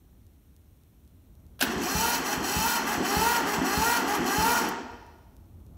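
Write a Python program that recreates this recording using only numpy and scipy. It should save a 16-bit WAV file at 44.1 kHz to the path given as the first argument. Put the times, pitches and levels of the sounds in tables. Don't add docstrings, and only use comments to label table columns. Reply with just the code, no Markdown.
import sys
import numpy as np
from scipy import signal
from scipy.fft import rfft, irfft, next_fast_len
from scipy.io import wavfile

SR = 44100
rng = np.random.default_rng(int(sys.argv[2]) if len(sys.argv) > 2 else 0)


def dump_mix(stems):
    frames = np.atleast_2d(stems).T
    limited = np.clip(frames, -1, 1)
    pcm = np.round(limited * 32767).astype(np.int16)
    wavfile.write(sys.argv[1], SR, pcm)


N = 254456
TIME = np.arange(N) / SR

# mark_s, bite_db (bite of the pinion)
CYCLES = [(1.936, -2), (2.55, -2.5), (3.152, 0), (3.759, 0), (4.367, -0.16)]
# from_mark_s, tooth_rate_hz
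CYCLE_SPEED = [(-.345, 391.9), (-.305, 365.8), (-.28, 401.2), (-.23, 421.7), (-.2, 413.1), (-.165, 345.3),
               (-.13, 330.6), (-.1, 375.3), (-.04, 402.3), (.05, 435), (.12, 468), (.16, 477.8),
               (.21, 474.7), (.235, 462.9)]
# time_s, tooth_rate_hz
SPIN_UP = [(1.619, 201), (1.71, 235.2), (1.769, 237.4), (1.8, 301), (1.84, 345), (1.881, 374.6),
           (1.929, 402.4)]
# time_s, tooth_rate_hz
RUN_DOWN = [(4.619, 457), (4.68, 381.2), (4.828, 221)]
# from_mark_s, load (0 to 1)
COMPRESSIONS = [(-.128, 0.87), (.04, 0.04), (0.302, .8)]
LAYER_LAWS = {"whine": (-30.5, 15.5, -13, 0.12, 3, 2.14, 8.5, 248),
              "groan": (-39, -11.5, 8.5, 0.1048, -4.5, 1.5, -6, 96.5),
              "grind": (-32, 5.5, -5, -0.11, 3.5, 0.98, 4, 72),
              "ring": (-33.5, 14, -9.5, 0.22, 6.5, -0.57, 6, 305.5),
              "hiss": (-35.5, 27.5, -14, 0.13, 3, -0.34, 14, 299.5)}
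CRUISE_HZ = 420
HOLD_S, RELEASE_S = 0.014, 0.027
TAKE_UP_S, TAKE_UP_WIDTH_S = 0.088, 0.011
BREAKAWAY_S = 0.26
LET_GO_S = 4.668
PINION_TEETH = 9

# multiple of tooth rate, level_db
TOOTH_HARMONICS = [(1, -4), (2, 3), (3, 1.5), (4, -7), (5, -11), (6, -14)]
# pitch_hz, width_hz, level_db
HOUSING_MODES = [(242, 39, 14.5), (325, 110, -2), (422.9, 102, -5.5), (723, 55, 0), (861.5, 85, -1.5),
                 (919.3, 84, -1), (1152, 180, -6.5), (1408.4, 88, -3), (1609, 112, 2.5), (1877.8, 54, -1),
                 (2013, 130, 1.5), (2367, 64, -3), (2710, 150, -6.5), (3140, 450, -8)]
# pitch_hz, width_hz, level_db
BLOCK_MODES = [(170, 14, -6), (244.9, 27, 0.5), (282.4, 42, 0), (354.6, 47.5, 0), (414, 67, -5.5),
               (497.5, 68, -11.5)]
# pitch_hz, width_hz, level_db
RING_GEAR_MODES = [(2410, 44, -3.5), (2643, 48, 1), (3054, 61, -0.5), (4185, 44, 2), (4284, 120, -5),
                   (4570, 90, -4.5), (5140, 66, -1), (5600, 58, .4), (5846, 98, 0), (6410, 73, -2.5),
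                   (6800, 82, -4), (7760, 65, 0), (9630, 74, -7), (9950, 46, -4), (11300, 71, -11),
                   (12080, 270, -8.5), (12960, 140, -11.5), (14400, 80, -15), (15000, 100, -18)]
# freq_hz, density_db (per Hz)
GRIND_SPECTRUM = [(60, -33), (120, -20), (250, 1), (430, -27), (560, -10), (680, -3.5), (850, -1),
                  (1300, -3), (1900, -4), (2250, -13), (3120, -10.5), (3890, -23.5), (5860, -18),
                  (8500, -28), (11000, -48.5)]
# freq_hz, density_db (per Hz)
BRUSH_SPECTRUM = [(3530, -9.5), (6000, -18), (7320, -10.5), (7940, -28), (8360, -14.5), (9640, -11.5),
                  (12000, -13), (15800, -9)]

# start_s, boom_db, overtone_db
FIRST_PUFF = (1.657, -36, -44)
# from_mark_s, boom_db, overtone_db
PUFFS = [(-.19, -37.5, -37), (0, -27.5, -31), (.095, -38, -46)]
# pitch_hz, level_db, t60_s
PIPE_BOOM = [(74, 6, .085)]
# pitch_hz, level_db, t60_s
PIPE_OVERTONES = [(115, -5.5, .05), (166, 10, 0.11), (186.5, 4.5, 0.28)]

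# start_s, level_db (before a common trim), treble_db, t60_s
CLACKS = [(1.592, -36.5, 9.5, .08), (1.605, -30, 14, 0.086), (1.61, -15, -11, .07),
          (1.6231, -15.5, 8.5, 0.092), (4.688, -33.5, 20, 0.022)]
# freq_hz, density_db (per Hz)
CLACK_SPECTRUM = [(88, -40), (150, -9.5), (919, -6), (1160, -12.5), (1590, 3), (2170, -11), (2680, -4),
                  (15800, -18.5)]

# freq_hz, t60_s
SHED_DECAY = [(100, 0.37), (260, 0.65), (550, 1.4), (950, 1.03), (1840, 0.99), (4850, 1.19), (8000, .7),
              (12800, 0.33)]
# freq_hz, level_db (against the direct sound)
SHED_LEVEL = [(60, -8), (300, -2), (2000, -6.5), (6000, -11.5), (14000, -27)]

# freq_hz, density_db (per Hz)
RUMBLE_SPECTRUM = [(12, -57), (20, -42.5), (32, -22), (44, -4.5), (85, -0.5), (104, -6), (120, -12.5),
                   (265, -15), (517, -29.5), (653, -30), (1500, -42.5), (1950, -75.5), (3300, -120)]
# time_s, level_db
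RUMBLE_LEVEL = [(0, -54), (.8, -56.5), (1.5, -52), (4.8, -54), (5.77, -47.5)]
# freq_hz, density_db (per Hz)
MIC_HISS_SPECTRUM = [(590, -38), (1000, -1.5), (1800, -0.5), (4190, -2.5), (4810, -10.5), (5590, -3),
                     (7720, -6), (9180, -1), (10400, -6.5), (12100, 1.5), (15800, -2)]
MIC_HISS_DB = -70.5
# start_s, level_db (before a common lift and the band filter)
TICKS = [(0.267, -44), (0.565, -40.5), (0.836, -46), (1.077, -45), (1.3533, -45), (1.466, -45),
         (4.9177, -43), (5.0657, -44), (5.187, -53), (5.367, -40), (5.457, -51), (5.6658, -44)]
CUTOFF_HZ = 15740


def starter():
    hz, gain = cranking()
    hz = hz * (1 + 0.0045 * drift(25))
    passed = np.cumsum(hz) / SR
    wobble = np.sin(2 * np.pi * passed / PINION_TEETH)
    groan = resonate(rng.standard_normal(N) * from_db(1.5 * drift(30)), BLOCK_MODES)
    grind = colour(scuffing(passed, depth=0.9), GRIND_SPECTRUM)
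    ring = resonate(scuffing(passed, depth=2.7), RING_GEAR_MODES)
    hiss = colour(scuffing(passed, depth=0.68), [(3000, -33.0)] + BRUSH_SPECTRUM)
    out = gain["whine"] * from_db(0.78 * wobble) * whine(hz, passed)
    out = out + gain["groan"] * groan
    out = out + gain["grind"] * grind
    out = out + gain["ring"] * from_db(0.15 * wobble) * ring
    return out + gain["hiss"] * from_db(0.53 * wobble) * hiss


def cranking():
    turns = [(mark + s, hz) for mark, _ in CYCLES for s, hz in CYCLE_SPEED if mark + s > SPIN_UP[-1][0]]
    s, hz = np.transpose(SPIN_UP + turns + RUN_DOWN)
    start, end = s[0], s[-1]
    hz = np.interp(TIME, s, hz)
    bite_db = np.interp(TIME, *np.transpose(CYCLES))
    on = np.clip((TIME - start) / 0.0081, 0, 1) * np.clip((end - TIME) / 0.0099, 0, 1)
    octaves = np.log2(hz / CRUISE_HZ)
    heavy = np.clip(1 - (TIME - start) / BREAKAWAY_S, 0, 1)
    since_let_go = np.maximum(TIME - LET_GO_S, 0)
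    tops = [(mark + top, size) for mark, _ in CYCLES for top, size in COMPRESSIONS]
    swell = sum(size * np.exp(-((TIME - top + TAKE_UP_S) / TAKE_UP_WIDTH_S) ** 2) for top, size in tops)
    gains = {}
    for name, (db, speed_db, load_db, rise, swell_db, share, heavy_db, fade_db) in LAYER_LAWS.items():
        knots = [-HOLD_S - rise, -HOLD_S, 0, RELEASE_S]
        load = sum(np.interp(TIME - top, knots, [0, size, size, 0]) for top, size in tops)
        level_db = db + speed_db * octaves + load_db * load + swell_db * swell
        level_db = level_db + share * bite_db + heavy_db * heavy - fade_db * since_let_go
        gains[name] = on * from_db(level_db)
    return hz, gains


def whine(hz, passed):
    out = 0
    for k, order_db in TOOTH_HARMONICS:
        k = round(k)
        power = 0
        for mid, width, db in HOUSING_MODES:
            power = power + from_db(2 * db) / (1 + (2 * (k * hz - mid) / width) ** 2) ** 2
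        level = np.sqrt(2 * power) * from_db(order_db + 2.6 * drift(20))
        out = out + level * np.sin(2 * np.pi * (k * passed + rng.random()))
    return out


def scuffing(passed, depth):
    strength = from_db(rng.normal(0, 1.0, int(passed[-1]) + 1))[passed.astype(int)]
    return rng.standard_normal(N) * strength * np.exp(-depth * (passed % 1))


def exhaust():
    puffs = [FIRST_PUFF] + [(mark + s, *db) for mark, _ in CYCLES for s, *db in PUFFS]
    start_s, boom_db, overtone_db = np.transpose(puffs)
    soft = np.hanning(round(0.0052 * SR))
    out = 0
    for modes, push_db in [(PIPE_BOOM, boom_db), (PIPE_OVERTONES, overtone_db)]:
        push = np.full(N, 1e-18)
        push[np.round((start_s + 0.013) * SR).astype(int)] = from_db(push_db)
        push = np.convolve(push, soft / soft.sum())[:N]
        for hz, db, t60 in modes:
            r, w = from_db(-60 / (t60 * SR)), 2 * np.pi * hz / SR
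            out = out + from_db(db) * signal.lfilter([0, np.sin(w)], [1, -2 * r * np.cos(w), r * r], push)
    return signal.sosfilt(signal.butter(4, 52, "high", fs=SR, output="sos"), out)


def clacks():
    rattle = colour(rng.standard_normal(N), CLACK_SPECTRUM)
    bright = signal.sosfilt(signal.butter(3, 9500, "high", fs=SR, output="sos"), rattle)
    out = 0
    for s, db, treble_db, t60 in CLACKS:
        attack = np.clip((TIME - s) / 0.00054, 0, 1)
        fade = attack * from_db(db - 4.5 - 60 * np.maximum(TIME - s, 0) / t60)
        out = out + fade * (rattle + (from_db(treble_db) - 1) * bright)
    return out


def shed(x):
    t = np.arange(int(1.5 * SR)) / SR
    tail = 0
    edges = 45 * 2 ** np.arange(0, 8.6, 0.5)
    for low, high in zip(edges, edges[1:]):
        hz = np.sqrt(low * high)
        band_filter = signal.butter(2, [low, high], "band", fs=SR, output="sos")
        band = signal.sosfilt(band_filter, rng.standard_normal(len(t)))
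        band = band * from_db(-60 * t / at_hz(SHED_DECAY, hz)) * np.clip((t - 0.008) / 0.0033, 0, 1)
        even = np.sqrt(2 * (high - low) / SR / np.sum(band ** 2))
        tail = tail + band * from_db(at_hz(SHED_LEVEL, hz)) * even
    return signal.fftconvolve(x, tail)[:N]


def quiet():
    rumble_db = np.interp(TIME, *np.transpose(RUMBLE_LEVEL)) + 0.47 * drift(2.9)
    rumble = colour(rng.standard_normal(N), RUMBLE_SPECTRUM) * from_db(rumble_db)
    hiss = colour(rng.standard_normal(N), MIC_HISS_SPECTRUM) * from_db(MIC_HISS_DB)
    clicks = (rng.random(N) < 20 / SR) * from_db(rng.normal(-55, 3, N))
    for s, db in TICKS:
        clicks[round(s * SR)] = from_db(db + 4.0)
    bright_band = signal.butter(2, [3500, 14000], "band", fs=SR, output="sos")
    return rumble + hiss + signal.sosfilt(bright_band, clicks)


def from_db(db):
    return 10 ** (np.asarray(db) / 20)


def rms_one(x):
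    return x / np.sqrt(np.mean(x ** 2) + 1e-20)


def at_hz(points, hz):
    table_hz, values = np.array(points)[:, 0], np.array(points)[:, 1]
    return np.interp(np.log(np.maximum(hz, 1)), np.log(table_hz), values)


def colour(x, spectrum):
    size = next_fast_len(len(x))
    gain = from_db(at_hz(spectrum, np.fft.rfftfreq(size, 1 / SR)))
    return rms_one(irfft(rfft(x, size) * gain, size)[:len(x)])


def resonate(x, peaks):
    out = 0
    for k, (hz, width, db) in enumerate(peaks):
        r, w = np.exp(-np.pi * width / SR), 2 * np.pi * hz / SR
        mode = signal.lfilter([1 - r, 0, r - 1], [1, -2 * r * np.cos(w), r * r], x)
        out = out + (-1) ** k * from_db(db) * mode
    return rms_one(out)


def drift(rate):
    r = np.exp(-80 * np.pi * rate / SR)
    slow = signal.lfilter([1], [1, -2 * r, r * r], rng.standard_normal(N // 40 + 2002))[2000:]
    return np.interp(np.arange(N) / 40, np.arange(len(slow)), rms_one(slow))


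def scene():
    engine = starter() + exhaust() + clacks()
    return np.tile(engine + shed(engine) + quiet(), (2, 1))


def record(dry):
    return signal.sosfilt(signal.ellip(16, 0.5, 80, CUTOFF_HZ, fs=SR, output="sos"), dry)


dry = scene()
out = record(dry)
dump_mix(out)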